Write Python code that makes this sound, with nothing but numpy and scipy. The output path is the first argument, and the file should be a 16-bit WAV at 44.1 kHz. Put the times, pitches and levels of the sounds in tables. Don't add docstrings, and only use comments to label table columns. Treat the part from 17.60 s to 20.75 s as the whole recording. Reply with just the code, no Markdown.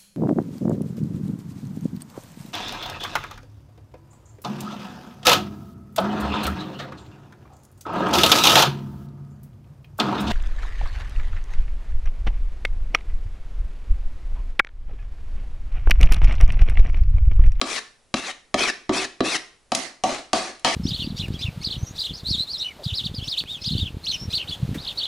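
import sys
import numpy as np
from scipy import signal
from scipy.fft import rfft, irfft, next_fast_len
from scipy.io import wavfile
from scipy.ndimage import uniform_filter1d, map_coordinates

SR = 44100
rng = np.random.default_rng(int(sys.argv[2]) if len(sys.argv) > 2 else 0)


def transcribe(signal):
    frames = np.atleast_2d(signal).T
    limited = np.clip(frames, -1, 1)
    pcm = np.round(limited * 32767).astype(np.int16)
    wavfile.write(sys.argv[1], SR, pcm)


N = 138915

# start_s, board_db, spot_hz (pitch the spot favours), spot_db, clack_db, room_db,
# left_right_db, bass_db, clack_tilt_db_per_octave, ring_length_ratio, upper_modes_db
LANDINGS = [(.0143, -28, 1320, 8, -12.5, -5, 7, -11, 3.5, .9, 3),
            (.5410, -24.5, 220, 4.5, -11, -12.5, 2.5, -1, 3.5, 0.64, 7.5),
            (.9422, -19, 670, 4.5, -11.5, -7.5, 2, 3, 4, 0.51, 6),
            (1.2930, -22.5, 345, 12.5, -18, -2.5, 2, 8, 1, 0.56, 1.5),
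            (1.6054, -21, 356, 11, -11.5, -5, 2.5, 9, -1, 0.53, 3.5),
            (2.1189, -29, 842, 15, -15.5, -3, 1.5, -4, 5, 1.1, 0.5),
            (2.437, -27, 810, 17, -14, -0.5, 1, 0, 4.5, 0.79, 0.5),
            (2.7313, -26, 863, 14, -11, -0.5, 1, -6, 6, 0.9, 1.5),
            (3.0470, -32.5, 895, 20.5, -10.5, 4.5, 3.5, 5, 4, 0.71, -1.5)]
# pitch_hz, level_db, t60_s (before the ring length ratio), after_ring_db (re the mode)
BOARD_MODES = [(63, -19.5, 0.27, -28), (80, -21, .15, -30), (145, -15.5, 0.17, -20),
               (168, -12.5, 0.074, -27), (216.3, 4, 0.086, -34.5), (263, 0.5, 0.14, -22.5),
               (318, 1, 0.092, -23), (383.5, 0, 0.045, -17), (528, 0, 0.069, -27), (589, -3, 0.11, -27.5),
               (663, 2.5, 0.071, -22.5), (746.7, -2, 0.083, -20), (837, -12.5, 0.086, -22),
               (917, -10.5, 0.066, -20), (1148.6, 1, 0.044, -22), (1268, -3, 0.056, -33.5)]
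# pitch_hz, share
BASS_SHARE = [(140, 0.51), (260, 0.023)]
# pitch_hz, share
UPPER_SHARE = [(850, 0), (1100, 1)]
# pitch_hz, level_db, t60_s
BLADE_MODES = [(2420, -13.5, 0.011), (3180, -15.5, .03), (3964, -16, 0.077)]
# frequency_hz, level_db
CLACK_SPECTRUM = [(150, -23), (500, 10.5), (1200, -0.5), (1700, 1), (2600, -1), (4000, -6), (6000, -12.5),
                  (8000, -21), (11000, -29.5)]

# start_s, length_s, level_db at the start, after a third, after two thirds and at the end,
# left_right_db, resonances_db, resonance_pitch_ratio, tilt_db_per_octave, room_db
STROKES = [(0.06, 0.13, -32, -30.5, -28, -26, 4.5, -6, 0.95, 0.5, -8.5),
           (.563, 0.15, -24.5, -39, -32.5, -29, 2.5, -2, 1.07, 0, -9.5),
           (0.982, .120, -22.5, -21, -23, -23.5, 2.5, 0, 0.96, 0, -10),
           (1.333, 0.12, -23.5, -22.5, -25.5, -27, 2, -3, 1, 0.5, -10.5),
           (1.644, .120, -27.5, -24.5, -24.5, -22.5, 2.5, -1, 1.036, 1, -9),
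           (2.153, 0.16, -36, -38.5, -38.5, -56, -11, -7, 0.81, .5, -1.5),
           (2.453, .150, -34.5, -30, -33.5, -40, 2, -14, 1.2, -0.5, -4.5),
           (2.744, 0.16, -28, -29.5, -36.5, -45, 1.5, -10, 1.0, .5, -2),
           (3.055, 0.095, -34, -29.5, -34, -28, 4, 2.5, 0.88, 2, 0.5)]
# frequency_hz, level_db
RASP_SPECTRUM = [(30, -11.5), (110, -16.5), (220, -8.5), (355, 0.5), (490, -5.5), (730, -1), (900, -6.5),
                 (1150, -2), (1500, -5), (2100, -3), (3100, -11), (4100, -5.5), (4900, -8.5), (5800, -8),
                 (7300, -14), (8400, -14.5), (11000, -21)]
# start_hz, turn_hz, end_hz, knots_per_s of the random envelope that widens them, level_db
SLIDING_MODES = [(2472, 2580, 1750, 260, -3.5), (3195, 3650, 2700, 420, -7), (5370, 5800, 5100, 700, -12.5)]

# start_s, level_db
EDGE_SNAPS = [(2.1495, -8.5), (2.9948, -40.5)]
# frequency_hz, level_db
SNAP_SPECTRUM = [(300, -19), (2000, -8), (3800, -2), (6000, -3.5), (8000, -5.5), (11000, -5.5)]

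# frequency_hz, t60_s
ROOM_DECAY = [(100, 0.25), (260, 0.42), (700, 0.38), (1840, 0.4), (4850, 0.39), (11000, 0.35)]
# frequency_hz, correlation
ROOM_LIKENESS = [(100, 0.96), (500, 0.92), (1100, 0.59), (2500, 0.56), (5000, 0.66), (11000, 0.49)]
# frequency_hz, correlation
NEAR_LIKENESS = [(300, 0.79), (1100, 0.75), (2500, 0.77), (5000, 0.89), (11000, 0.47)]
# frequency_hz, share
SIDE_SHARE = [(600, -0.047), (1100, -0.77), (2000, 1.58), (11000, 1.77)]
# frequency_hz, level_db
HUSH_SPECTRUM = [(25, 1.5), (60, -5), (150, -8.5), (500, -10.5), (2000, -19), (10000, -22.5)]

CONTACT_S = 0.00023
SPOT_OCTAVES = 0.49
AFTER_T60_S = 0.36
CLACK_T60_S, SNAP_T60_S = 0.022, 0.023
DRAG_HALF_ATTACK_S, DRAG_RELEASE_S = 0.014, 0.0093
SLIDE_TURN = 0.57
JUDDER_DB, JUDDER_KNOTS_PER_S = 1, 174.4
SWELL_DB, SWELL_KNOTS_PER_S = 0.9, 34.7
LIFT_HZ, LIFT_DB, LIFT_T60_S = 3810, -8, 0.064
GRITS_PER_S, GRIT_SPREAD, HISS_SHARE = 5000, 0.4, 0.6
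PATCHY_DB = 2.6
SNAP_PAN_DB, SNAP_ROOM_DB = 2, -5
TILT_PIVOT_HZ = 2000
ROOM_BUILD_S = 0.0027
HUSH_DB = -61
LIMIT_DB, RECOVER_DB_PER_S = -2, 120
TOP_HZ = 11130


def knocks(t):
    out = np.zeros((2, N))
    rise = 1 - np.exp(-t / CONTACT_S)
    for (start, board_db, spot_hz, spot_db, clack_db, room_db,
         pan_db, bass_db, tilt_db, ringing, upper_db) in LANDINGS:
        wood = np.zeros(len(t))
        for k, (hz, db, t60, after_db) in enumerate(BOARD_MODES):
            octaves_off = np.log2(hz / spot_hz)
            favour_db = spot_db * np.exp(-(octaves_off / SPOT_OCTAVES) ** 2)
            favour_db += bass_db * along(BASS_SHARE, hz) + upper_db * along(UPPER_SHARE, hz)
            mode_gain = (-1) ** k * amp(db + favour_db + rng.normal(0, 1))
            ring = amp(-60 * t / (ringing * t60)) + amp(after_db - 60 * t / AFTER_T60_S)
            wood += mode_gain * ring * np.sin(2 * np.pi * hz * t)
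        steel = np.zeros(len(t))
        for hz, db, t60 in BLADE_MODES:
            phase = 2 * np.pi * hz * t + 0.5 * wobble(t, 420)
            steel += amp(db - 60 * t / t60) * np.sin(phase)
        clack = coloured(rng.standard_normal((2, len(t))), CLACK_SPECTRUM, tilt_db)
        clack = clack * amp(-60 * t / CLACK_T60_S)
        blow = (amp(board_db) * wood + amp(clack_db) * (steel + clack)) * rise
        add(out, start, placed(blow, pan_db, room_db))
    return out


def drags(t):
    out = np.zeros((2, N))
    age = t - DRAG_HALF_ATTACK_S
    for (start, length, start_db, early_db, late_db, end_db,
         pan_db, slide_db, pitch, tilt_db, room_db) in STROKES:
        rasp = coloured(grit(t), RASP_SPECTRUM, tilt_db)
        for start_hz, turn_hz, end_hz, knots_per_s, db in SLIDING_MODES:
            times = [0, SLIDE_TURN * length, length]
            hz = pitch * np.interp(age, times, [start_hz, turn_hz, end_hz])
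            phase = 2 * np.pi * np.cumsum(hz) / SR
            band = wobble(t, knots_per_s) * np.sin(phase) + wobble(t, knots_per_s) * np.cos(phase)
            rasp = rasp + amp(db + slide_db) * unit(band)
        press = np.clip(t / (2 * DRAG_HALF_ATTACK_S), 0, 1)
        release = np.clip(1 - (age - length) / DRAG_RELEASE_S, 0, 1)
        uneven_db = JUDDER_DB * wobble(t, JUDDER_KNOTS_PER_S) + SWELL_DB * wobble(t, SWELL_KNOTS_PER_S)
        level_db = np.interp(age, np.linspace(0, length, 4), [start_db, early_db, late_db, end_db])
        force = press * release * amp(level_db + uneven_db)
        free = np.maximum(age - length, 0)
        lift = amp(end_db + LIFT_DB - 60 * free / LIFT_T60_S) * np.sin(2 * np.pi * LIFT_HZ * free)
        add(out, start - DRAG_HALF_ATTACK_S, placed(force * unit(rasp) + lift, pan_db, room_db))
    return out


def grit(t):
    shape = (2, len(t))
    hits = rng.random(shape) < GRITS_PER_S / SR
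    signs = np.sign(rng.standard_normal(shape))
    slips = hits * signs * np.exp(GRIT_SPREAD * rng.standard_normal(shape))
    z = signal.stft(unit(slips) + HISS_SHARE * rng.standard_normal(shape), nperseg=256)[2]
    patches = uniform_filter1d(rng.standard_normal(z.shape[1:]), size=4, axis=0)
    patches = uniform_filter1d(patches, size=7, axis=1)
    return signal.istft(z * amp(PATCHY_DB * unit(patches)), nperseg=256)[1][:, :len(t)]


def snaps(t):
    out = np.zeros((2, N))
    for start, db in EDGE_SNAPS:
        click = coloured(rng.standard_normal((2, len(t))), SNAP_SPECTRUM)
        click = click * amp(db - 60 * t / SNAP_T60_S) * (1 - np.exp(-t / CONTACT_S))
        add(out, start, placed(click, SNAP_PAN_DB, SNAP_ROOM_DB))
    return out


def placed(x, pan_db, room_db):
    n = x.shape[-1]
    hz, t, z = signal.stft(rng.standard_normal((2, n)), SR, nperseg=256)
    decay = amp(-60 * t / along(ROOM_DECAY, hz)[:, None])
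    build = 1 - np.exp(-t / ROOM_BUILD_S)
    tail = signal.istft(z * decay * build, SR, nperseg=256)[1]
    tail = unit(stereo(tail, ROOM_LIKENESS)) / np.sqrt(n)
    wet = signal.fftconvolve(x.mean(0)[None], tail, axes=1)[:, :n]
    direct = filtered(x, lambda f: amp(np.outer([0.5, -0.5], pan_db * along(SIDE_SHARE, f))))
    return direct + amp(room_db) * wet


def hush():
    return amp(HUSH_DB) * coloured(rng.standard_normal((2, N)), HUSH_SPECTRUM)


def coloured(pair, spectrum, tilt_db=0):
    def gain(hz):
        octaves = np.log2(np.maximum(hz, TILT_PIVOT_HZ / 10) / TILT_PIVOT_HZ)
        return amp(along(spectrum, hz) + tilt_db * octaves)
    return unit(stereo(filtered(pair, gain), NEAR_LIKENESS))


def stereo(pair, likeness):
    def mid_side(hz):
        turn = np.arccos(np.clip(along(likeness, hz), -1, 1)) / 2
        return np.array([np.cos(turn), np.sin(turn)])
    mid, side = filtered(pair, mid_side)
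    return np.array([mid + side, mid - side])


def wobble(t, rate):
    return map_coordinates(rng.standard_normal(2048), [t * rate], mode="wrap")


def filtered(x, response):
    n = x.shape[-1]
    m = next_fast_len(n + SR // 10)
    return irfft(rfft(x, m) * response(np.fft.rfftfreq(m, 1 / SR)), m)[..., :n]


def along(points, hz):
    f, v = np.transpose(points)
    return np.interp(np.log(hz + 1), np.log(f + 1), v)


def amp(db):
    return 10 ** (np.asarray(db) / 20)


def unit(x):
    return x / np.sqrt(np.mean(x ** 2) + 1e-20)


def add(track, start_s, x):
    i = int(np.clip(round(start_s * SR), 0, N - 1))
    track[:, i:i + x.shape[-1]] += x[..., :N - i]


def scene():
    t = np.arange(SR * 3 // 4) / SR
    return knocks(t) + drags(t) + snaps(t) + hush()


def record(dry):
    over_db = np.maximum(20 * np.log10(np.abs(dry).max(0) + 1e-9) - LIMIT_DB, 0)
    recovery_db = RECOVER_DB_PER_S * np.arange(N) / SR
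    cut_db = np.maximum.accumulate(over_db + recovery_db) - recovery_db
    cut_db = uniform_filter1d(cut_db, size=24)
    return filtered(dry * amp(-cut_db), lambda hz: 1 / np.sqrt(1 + (hz / TOP_HZ) ** 200))


dry = scene()
out = record(dry)
transcribe(out)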